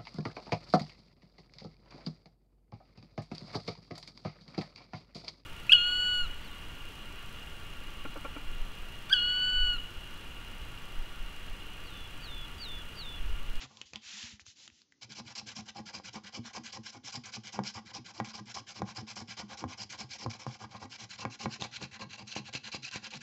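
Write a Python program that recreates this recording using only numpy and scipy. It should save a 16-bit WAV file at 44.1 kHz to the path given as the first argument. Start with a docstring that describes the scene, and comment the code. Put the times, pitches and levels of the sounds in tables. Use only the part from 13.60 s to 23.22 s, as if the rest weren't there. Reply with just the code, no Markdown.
"""Small room, close microphone: a coin scrapes the coating off a thin card lying on a cardboard sheet.
The card is first slid about: shaped noise, with deep bumps as hands shift on the board.
Then quick strokes go to and fro: gritty noise through card resonances, rubbing in the board modes.
The hand jolts the board's low modes; the coin edge knocks on it; dry ticks come from card and coin.
Low rumble and a steady hush lie beneath."""
import sys
import numpy as np
from scipy import signal
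from scipy.fft import rfft, irfft
from scipy.io import wavfile

SR = 44100
rng = np.random.default_rng(int(sys.argv[2]) if len(sys.argv) > 2 else 0)


def bounce(signal):
    """Save signal as a 16-bit WAV file at the path given by the first command-line argument."""
    frames = np.transpose(np.atleast_2d(signal))
    limited = np.clip(frames, -1, 1)
    pcm = np.round(limited * 32767).astype(np.int16)
    wavfile.write(sys.argv[1], SR, pcm)


N = 424228


def from_db(db):
    """Decibels to amplitude gain."""
    return 10 ** (np.asarray(db) / 20)


def rms_one(x):
    """Scale to rms 1."""
    return x / np.sqrt(np.mean(x ** 2) + 1e-20)


def in_time(rows):
    """Interpolate each column of a time curve to one value per sample."""
    t_s, *columns = np.transpose(rows)
    return [np.interp(np.arange(N) / SR, t_s, column) for column in columns]


def drift(rate_hz):
    """Slow random wander of rms 1: noise through a double one-pole lowpass."""
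    r = np.exp(-2 * np.pi * rate_hz / SR)
    noise = rng.standard_normal(N + SR)
    settled = signal.lfilter([1], [1, -2 * r, r * r], noise)[SR:]
    return rms_one(settled)


def ring(force, hz, t60_s):
    """Two-pole mode: a unit click starts a decaying sine of initial height 1."""
    r = from_db(-60 / (t60_s * SR))
    w = 2 * np.pi * hz / SR
    return signal.lfilter([0, np.sin(w)], [1, -2 * r * np.cos(w), r * r], force + 1e-18)


def resonance(x, hz, width_hz):
    """Two-pole bandpass with a peak gain of about 1."""
    r = np.exp(-np.pi * width_hz / SR)
    zeros = np.array([1, 0, -1]) * (1 - r * r) / 2
    return signal.lfilter(zeros, [1, -2 * r * np.cos(2 * np.pi * hz / SR), r * r], x)


def coloured(x, points):
    """Impose a spectrum of (f/Hz, level/dB) points, then scale to rms 1."""
    hz = np.maximum(np.fft.rfftfreq(N, 1 / SR), 1)
    point_hz, point_db = np.array(points).T
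    shape_db = np.interp(np.log(hz), np.log(point_hz), point_db)
    return rms_one(irfft(rfft(x) * from_db(shape_db), N))


def grit(per_s, spread_db, smooth):
    """Tiny tears: dense clicks of uneven size over smooth friction noise, rms 1."""
    sizes = from_db(spread_db * np.minimum(rng.exponential(1, N), 5)) * rng.choice([-1, 1], N)
    clicks = rms_one(sizes * (rng.random(N) < per_s / SR))
    return rms_one(clicks + smooth * rng.standard_normal(N))


def sweep(t_s, length_s, peak, softness, release):
    """First sample and shape of a movement that speeds up to its peak and slows to a halt."""
    at = round(t_s * SR)
    progress = np.linspace(0, 1, round(length_s * SR))
    phase = np.interp(progress, [0, np.clip(peak, .08, .92), 1], [0, np.pi / 2, np.pi])
    roundness = np.where(phase < np.pi / 2, max(softness, .05), release)
    return at, (np.abs(np.sin(phase)) ** roundness)[:N - at]


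# coin strokes, back and out in turn, back first: t/s, length/s, relative level/dB
STROKE_TABLE = [(1.414, 0.039, -52.5), (1.494, 0.043, -44.5), (1.552, 0.054, -48), (1.654, 0.071, -46.5),
                (1.756, 0.056, -48.5), (1.862, 0.069, -47.5), (1.953, .057, -48), (2.058, 0.044, -43.5),
                (2.148, 0.058, -57), (2.258, 0.054, -47.5), (2.334, 0.055, -48), (2.439, 0.052, -44.5),
                (2.532, 0.055, -48.5), (2.638, 0.054, -45.5), (2.726, 0.058, -48), (2.838, 0.07, -44.5),
                (2.935, 0.049, -45.5), (3.039, 0.065, -44.5), (3.125, 0.051, -47), (3.235, 0.067, -46),
                (3.323, 0.051, -52.5), (3.438, .069, -47), (3.524, 0.054, -48.5), (3.641, 0.06, -44.5),
                (3.723, .049, -45.5), (3.839, 0.06, -45.5), (3.925, 0.052, -50), (4.038, 0.071, -45),
                (4.142, 0.055, -48.5), (4.253, 0.059, -49.5), (4.337, .048, -49.5), (4.449, 0.063, -48),
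                (4.542, 0.065, -57.5), (4.646, 0.071, -45.5), (4.735, 0.063, -50), (4.86, 0.06, -47),
                (4.946, .056, -48.5), (5.069, 0.057, -46), (5.148, 0.054, -48), (5.257, 0.065, -48.5),
                (5.352, 0.062, -51.5), (5.471, 0.063, -45.5), (5.561, 0.063, -50.5), (5.679, 0.061, -45),
                (5.771, 0.048, -47), (5.885, 0.062, -46), (5.975, 0.051, -48.5), (6.083, 0.063, -47.5),
                (6.178, 0.063, -51), (6.296, .062, -44), (6.381, 0.06, -51.5), (6.495, 0.071, -45.5),
                (6.589, 0.06, -50.5), (6.701, 0.066, -46), (6.791, 0.058, -49.5), (6.867, 0.097, -53),
                (6.994, 0.058, -52.5), (7.098, 0.079, -55.5), (7.199, 0.058, -57), (7.3, 0.062, -46),
                (7.384, 0.068, -47.5), (7.494, 0.063, -44.5), (7.583, 0.056, -45.5), (7.703, 0.055, -46.5),
                (7.793, 0.061, -43.5), (7.896, 0.067, -43.5), (8.002, 0.066, -43), (8.117, 0.061, -41),
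                (8.204, 0.056, -43), (8.315, 0.053, -42.5), (8.395, 0.048, -48), (8.494, 0.065, -47),
                (8.576, 0.052, -51.5), (8.665, 0.07, -45.5), (8.754, 0.044, -41), (8.847, .048, -47),
                (8.93, 0.049, -41.5), (9.036, 0.057, -41.5), (9.12, 0.051, -40), (9.227, 0.06, -40.5),
                (9.315, 0.065, -39.5), (9.422, 0.057, -41), (9.51, 0.064, -38.5), (9.606, 0.012, -41.5)]
# back, out: speed peak (0-1), start softness, stop softness (exponents), board weight/dB, dullness/dB
STROKE_DIRECTIONS = [(.4, 0.59, 0.69, -52.5, -3), (.62, 0.61, 0.47, -60, 3)]
# coin position along the card: t/s, place (0 middle, 1 free end)
COIN_PLACE = [(0, 0.36), (1.4, 0.16), (4, 0.052), (6.8, 0.067), (7.6, 0.32), (8.6, 0.67), (9.6, 0.64)]
# how hard the hand bears down: t/s, change of board weight/dB
HAND_BEARING = [(1.4, -4), (2.2, 1.5), (3.1, -1), (3.7, -1.5), (4.6, 1), (5.2, 0), (6.1, 1.5), (6.9, 0.5),
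                (7.4, 1), (7.9, 3), (8.5, -0.5), (9.1, 0.5), (9.6, -4)]
PEAK_SPREAD, WEIGHT_SPREAD_DB, DULL_SPREAD_DB = 0.14, 1.64, 1.7  # stroke to stroke
BACK_DULLS_DB = 7  # times place: back strokes dull toward the free end
WEIGHT_LAG_S = 0.0071


def strokes(edge):
    """Coin pressure on card and board, and dullness; each stroke is widened by edge at both ends."""
    on_card, on_board, dull_db = np.zeros((3, N))
    place, = in_time(COIN_PLACE)
    chances = rng.standard_normal((len(STROKE_TABLE), 3))
    for k, ((t_s, length_s, level_db), chance) in enumerate(zip(STROKE_TABLE, chances)):
        peak, softness, release, weight_db, dullness_db = STROKE_DIRECTIONS[k % 2]
        peak = peak + PEAK_SPREAD * chance[0]
        at, shape = sweep(t_s - edge * length_s, length_s * (1 + 2 * edge), peak, softness, release)
        on_card[at:at + len(shape)] += from_db(level_db) * shape
        on_board[at:at + len(shape)] += from_db(weight_db + WEIGHT_SPREAD_DB * chance[1]) * shape
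        dull_db[at:] = dullness_db + DULL_SPREAD_DB * chance[2]
        if k % 2 == 0:
            dull_db[at:] += BACK_DULLS_DB * place[at]
    # the hand's weight reaches the board a little after the coin bites
    r = np.exp(-1 / (WEIGHT_LAG_S * SR))
    bearing_db, = in_time(HAND_BEARING)
    return on_card, signal.lfilter([1 - r], [1, -r], on_board * from_db(bearing_db)), dull_db


# card resonances: f/Hz, width/Hz, relative level at middle/dB, at end/dB, dullness response (dB per dB)
CARD_RESONANCES = [(1356, 92, -12, -18, 0.72), (1650, 187, -11, -9, .5), (1970, 77, -13, -8, 0.83),
                   (2337, 257, -3.5, -6.5, -0.51), (2700, 150, -5.5, 5, -0.86),
                   (3050, 496, -5.5, -9.5, -0.52), (4094, 300, -4, -1.1, -0.8),
                   (4890, 460, -0.5, -9.5, -1.3), (5410, 515, 0, -13, -1.28), (6415, 586, -5, -7.5, -0.7),
                   (6446, 280, -7.5, -8, -0.53), (8480, 1200, -1, -8.5, -0.82)]


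def card(pressure, dull_db):
    """Torn coating excites the card's resonances, each flickering on its own."""
    force = pressure * from_db(2.62 * drift(35)) * grit(per_s=5000, spread_db=3, smooth=1)
    place, = in_time(COIN_PLACE)
    out = np.zeros(N)
    for k, (hz, width_hz, middle_db, end_db, response) in enumerate(CARD_RESONANCES):
        # a flatter coin favours the low resonances
        level_db = middle_db + (end_db - middle_db) * place + response * dull_db
        level_db = level_db + 1.75 * drift(27)
        out += (-1) ** k * from_db(level_db) * resonance(force, hz, width_hz)
    return from_db(13) * out


# cardboard modes, low to high: f/Hz, relative level/dB, t60/s (free of the hand)
BOARD_MODES = [(118.2, -4.5, 0.18), (221.7, -2, 0.19), (320.4, -15.5, 0.12), (394, -16, 0.042),
               (539.6, -9.5, 0.11), (660, -16.5, 0.013), (815, 3, 0.04), (918, 1, 0.03), (1045, 6, 0.026),
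               (1131, -2.5, 0.021), (1414, -9, 0.044), (1614, -9, 0.057), (1918, -6, 0.033),
               (2225, -3, 0.031), (3100, -13.5, 0.008)]
# coin edge on board: t/s, relative level/dB, contact/ms (rise to greatest force, at least 0.02)
COIN_KNOCKS = [(.333, -25.5, 0.5), (1.6, -30.5, .11), (2.193, -35, 0.1), (2.399, -28.5, 0.13),
               (3.9904, -11, 0.13), (4.601, -15, 0.016), (5.219, -13.5, .14), (6.04, -18, 0.1),
               (6.662, -16, 0.18), (6.866, -17, 0.15), (7.652, -14.5, 0.026), (7.858, -15, .04),
               (8.022, -25, 0.077), (8.223, -24.5, 0.4), (8.764, -12, 0.32), (8.951, -17, 0.4),
               (9.146, -15, 0.28), (9.359, -15.5, 0.45)]
CRACK_DB, KNOCK_SPREAD_DB = -25, 2.5


def board(pressure):
    """Rubbing and knocks ring the cardboard modes; each knock adds a short noise crack."""
    rub = from_db(-27.5) * pressure * from_db(3.4 * drift(45))
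    rub = rub * grit(per_s=1500, spread_db=2.5, smooth=0.71)
    knocks, cracks = np.zeros((2, N))
    time_s = np.arange(400) / SR
    noises = rng.standard_normal((len(COIN_KNOCKS), 400))
    for (t_s, level_db, contact_ms), noise in zip(COIN_KNOCKS, noises):
        at = round(t_s * SR)
        blow = time_s * np.exp(-1000 * time_s / max(contact_ms, .02))
        knocks[at:][:400] -= from_db(level_db - 18) * blow / blow.sum()
        cracks[at:][:400] += from_db(level_db + CRACK_DB) * noise * np.exp(-time_s / 0.0018)
    # a light coin hardly moves the two bending modes of the whole sheet
    knock_shares = [from_db(-21), from_db(-20)] + [1] * (len(BOARD_MODES) - 2)
    out = cracks
    for share, (hz, level_db, t60_s) in zip(knock_shares, BOARD_MODES):
        # as the coin travels each mode is driven now harder, now softer
        rub_drive = from_db(3.15 * drift(12.8)) * rub
        knock_drive = share * from_db(KNOCK_SPREAD_DB * drift(3.4)) * knocks
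        out = out + from_db(level_db) * ring(rub_drive + knock_drive, hz, t60_s)
    return out


# hand jolts the board, mostly where a back stroke ends: t/s, relative level/dB
HAND_JOLTS = [(.027, -45.5), (.333, -59), (.533, -61.5), (0.631, -55.5), (0.723, -56.5), (1.08, -62),
              (1.5, -51), (1.598, -39.5), (1.819, -47.5), (2.009, -46), (2.194, -39.5), (2.359, -50.5),
              (2.553, -43), (2.785, -34), (2.989, -41), (3.186, -40.5), (3.361, -44.5), (3.566, -37.5),
              (3.773, -39), (3.992, -28), (4.189, -54), (4.385, -42), (4.604, -31.5), (4.8, -40.5),
              (5, -48), (5.217, -29), (5.419, -38.5), (5.613, -39), (5.829, -40), (6.038, -29),
              (6.242, -49), (6.435, -44), (6.662, -29.5), (6.867, -31.5), (7.037, -48.5), (7.242, -39.5),
              (7.436, -48.5), (7.651, -32.5), (7.856, -27), (8.006, -36.5), (8.22, -37.5), (8.447, -43),
              (8.621, -43.5), (8.789, -38), (8.945, -41.5), (9.174, -44.5), (9.351, -49), (9.552, -43)]
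# balance as the hand moves over the board: t/s, second over lowest bending mode/dB
UPPER_MODE = [(0, -1), (.6, 23.5), (1.5, -4), (2.6, 13.5), (3.25, 1.5), (4.6, 5), (5.9, 1.5), (6.35, -7),
              (8, 1), (9.3, -6)]
UPPER_SPREAD_DB, HAND_DAMPING = 3.5, 0.88  # the resting hand scales t60
SET_OFF_DB, SET_OFF_SPREAD_DB = -53, 2  # faint jolt as each out stroke sets off


def jolts(rise_s, detune, shudder_db):
    """A soft push swells into the three lowest modes, each detuned at random; a shudder surrounds it."""
    out, shaking = np.zeros(N + SR), np.zeros(N)
    time_s = np.arange(round(.2 * SR)) / SR
    outs = STROKE_TABLE[1::2]
    set_offs = [(t_s, SET_OFF_DB + SET_OFF_SPREAD_DB * chance)
                for (t_s, *_), chance in zip(outs, rng.standard_normal(len(outs)))]
    pushes = list(HAND_JOLTS) + set_offs
    for (t_s, jolt_db), (*detunings, tilt) in zip(pushes, rng.standard_normal((len(pushes), 4))):
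        at = round(t_s * SR)
        upper_db = np.interp(t_s, *np.transpose(UPPER_MODE)) + UPPER_SPREAD_DB * tilt
        shaking[at] = from_db(jolt_db + shudder_db)
        shares_db = [-upper_db / 2, upper_db / 2, upper_db / 2 - 28.5]
        for (hz, _, t60_s), share_db, detuning in zip(BOARD_MODES, shares_db, detunings):
            rise = 1 - np.exp(-(time_s / rise_s) ** 2)
            decay = from_db(-60 * time_s / (HAND_DAMPING * t60_s))
            tone = np.sin(2 * np.pi * hz * (1 + detune * detuning) * time_s)
            out[at:][:len(time_s)] += from_db(jolt_db + share_db) * rise * decay * tone
    shaking = signal.fftconvolve(shaking, np.hanning(round(.07 * SR)), "same")
    shaking = shaking * rng.standard_normal(N)
    shudder = sum(ring(shaking, hz, t60_s) for hz, _, t60_s in BOARD_MODES[:4])
    return from_db(-2) * out[:N] + shudder


# dry ticks of card edge and coin: t/s, peak level/dB, f/Hz
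DRY_TICKS = [(0.171, -27.5, 4570), (0.2149, -16.5, 2890), (0.3344, -21.5, 2490), (0.358, -14, 3440),
             (0.629, -28, 3140), (0.7957, -29, 2430), (0.865, -30, 6300), (1.0774, -23, 2930),
             (1.101, -39, 2250), (1.2175, -34.5, 4700), (1.3224, -36.5, 2160), (1.521, -21, 4660),
             (4.037, -25.5, 5300), (4.6463, -22.5, 2180), (6.3001, -34, 5200), (7.8067, -37, 4800),
             (8.0115, -20, 4000), (8.022, -16.5, 3830), (8.228, -20, 4930), (8.7668, -20, 2920),
             (8.9372, -20.5, 2820), (8.951, -18, 2700), (9.313, -25, 4180), (9.36, -25, 2560)]
TICK_RING_DB, TICK_WIDTH_HZ = 1, 490


def ticks():
    """A broad noise snap of a few milliseconds with a short ring at its pitch."""
    out, time_s = np.zeros(N), np.arange(900) / SR
    decay = np.exp(-time_s / 0.0012) + 0.076 * np.exp(-time_s / 0.0077)
    for (t_s, peak_db, hz), noise in zip(DRY_TICKS, rng.standard_normal((len(DRY_TICKS), 900))):
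        snap = (noise + 1.8 * (time_s == 0)) * decay
        ringing = from_db(TICK_RING_DB) * resonance(snap, hz, TICK_WIDTH_HZ)
        snap = signal.lfilter([1, -.7], [2], snap) + ringing
        out[round(t_s * SR):][:900] += from_db(peak_db) * snap / np.abs(snap).max()
    return out


# card slid by the fingers: t/s, length/s, level/dB, speed peak (0-1), board share/dB, dullness/dB
CARD_SLIDES = [(0, 0.066, -43.5, 0.42, -10.5, 7), (.06, 0.24, -67, 0.58, -2, -7),
               (0.211, 0.029, -65, 0.1, -12, 12), (.255, 0.11, -69, 0.1, -21, -11),
               (0.335, 0.054, -59, 0.3, -1, 16), (0.412, 0.38, -44.5, 0.47, -25.5, 2.5),
               (0.797, 0.037, -65, 0, -12, -16.5), (0.853, 0.099, -64, 0.22, -23, -19),
               (0.95, 0.13, -58, 0.8, -20.5, -6), (1.106, 0.15, -70.5, .5, -35, -9)]
# sliding hiss spectrum: f/Hz, relative density/dB
SLIDE_SPECTRUM = [(410, -63), (700, -40), (861, -16), (1100, -16), (1270, -11), (1650, -7), (1910, -4.5),
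                  (2730, -0.5), (6180, -0.5), (8250, -1), (10700, -50), (18200, -120)]
DULL_PIVOT_HZ, SLIDE_SOFTNESS = 3800, 0.66


def slide():
    """Card on cardboard: a smooth broad hiss, and the pressure it passes to the board."""
    pressure, share_db, dull_db = np.zeros((3, N))
    for t_s, length_s, level_db, peak, board_db, dullness_db in CARD_SLIDES:
        at, shape = sweep(t_s, length_s, peak, SLIDE_SOFTNESS, release=1.4)
        pressure[at:at + len(shape)] += from_db(level_db) * shape
        share_db[at:], dull_db[at:] = board_db, dullness_db
    hiss = coloured(grit(per_s=1400, spread_db=2, smooth=2.2), SLIDE_SPECTRUM)
    low = signal.sosfilt(signal.butter(2, DULL_PIVOT_HZ, fs=SR, output="sos"), hiss)
    # dullness tilts the hiss about the pivot
    hiss = from_db(dull_db / 2) * low + from_db(-dull_db / 2) * (hiss - low)
    return pressure * from_db(0.89 * drift(37)) * hiss, pressure * from_db(share_db)


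# hands shifting on the board: t/s, level/dB
HAND_BUMPS = [(.012, -66), (.065, -57), (.255, -64), (.32, -65), (.345, -51), (.38, -67), (.465, -64),
              (.645, -48), (0.739, -50), (.825, -58), (.885, -56), (1.125, -61)]
BUMP_S, THUMP_HZ = .045, 78  # THUMP_HZ is scaled by 0.84-1.27 per bump
AT_REST_DB, SCRATCHING_DB = -92, -81.5


def rumble():
    """Lumpy deep noise, stepping up at the second stroke; each bump is a short deep swing."""
    band = signal.butter(2, [45, 130], "band", fs=SR, output="sos")
    time_s = np.arange(N) / SR
    level_db = np.where(time_s < STROKE_TABLE[1][0], AT_REST_DB, SCRATCHING_DB)
    level = from_db(level_db + 1.5 * drift(6.8))
    out = level * rms_one(signal.sosfilt(band, rng.standard_normal(N)))
    for (t_s, bump_db), (detuning, phase) in zip(HAND_BUMPS, rng.random((len(HAND_BUMPS), 2))):
        swell = np.clip(1 - 2 * np.abs(time_s - t_s) / BUMP_S, 0, 1) ** 2.2
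        hz = THUMP_HZ * (0.84 + 0.43 * detuning)
        out += from_db(bump_db) * swell * np.sin(2 * np.pi * (hz * (time_s - t_s) + phase))
    return out


ROOM_T60_S, ROOM_DB = 0.26, -16.5


def room(x):
    """Diffuse tail: decaying noise, starting 4 ms late."""
    time_s = np.arange(round(.5 * SR)) / SR
    tail = rng.standard_normal(len(time_s)) * from_db(-60 * time_s / ROOM_T60_S) * (time_s > .004)
    tail = signal.lfilter(*signal.butter(1, 6500, fs=SR), tail)  # walls swallow the treble
    tail = tail / np.sqrt(np.sum(tail ** 2))
    return from_db(ROOM_DB) * signal.fftconvolve(x, tail)[:N]


# room and microphone background spectrum: f/Hz, relative density/dB
HUSH_SPECTRUM = [(18, -37.5), (30, -10), (279, 6.5), (591, -13), (1870, -15.5), (6330, -5), (8200, -27.5),
                 (10700, -64), (18000, -120)]
HUSH_DB = -76  # rms ahead of the microphone filters


def hush():
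    """Steady background of room and microphone: shaped noise."""
    return from_db(HUSH_DB) * coloured(rng.standard_normal(N), HUSH_SPECTRUM)


def scene():
    """Card, board, hand and ticks in a small room."""
    on_card, on_board, dull_db = strokes(edge=0.098)
    hiss, sliding = slide()
    near = card(on_card, dull_db) + hiss + board(on_board + sliding) + ticks()
    near += jolts(rise_s=0.0055, detune=0.1, shudder_db=-41.5)
    # the near sounds carry little below about 78 Hz
    near = signal.sosfilt(signal.butter(4, 78, "high", fs=SR, output="sos"), near) + rumble()
    return (near + room(near) + hush())[None]


STOPBAND_HZ = 8550  # 60 dB down from here up


def record(dry):
    """The microphone drops the deep bass and rolls off the treble; the top is cut."""
    bass_cut = signal.butter(2, 40, "high", fs=SR, output="sos")
    treble_roll = signal.butter(4, 7600, fs=SR, output="sos")
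    top_cut = signal.cheby2(12, 60, STOPBAND_HZ, fs=SR, output="sos")
    return signal.sosfilt(np.vstack([bass_cut, treble_roll, top_cut]), dry)


dry = scene()
out = record(dry)
bounce(out)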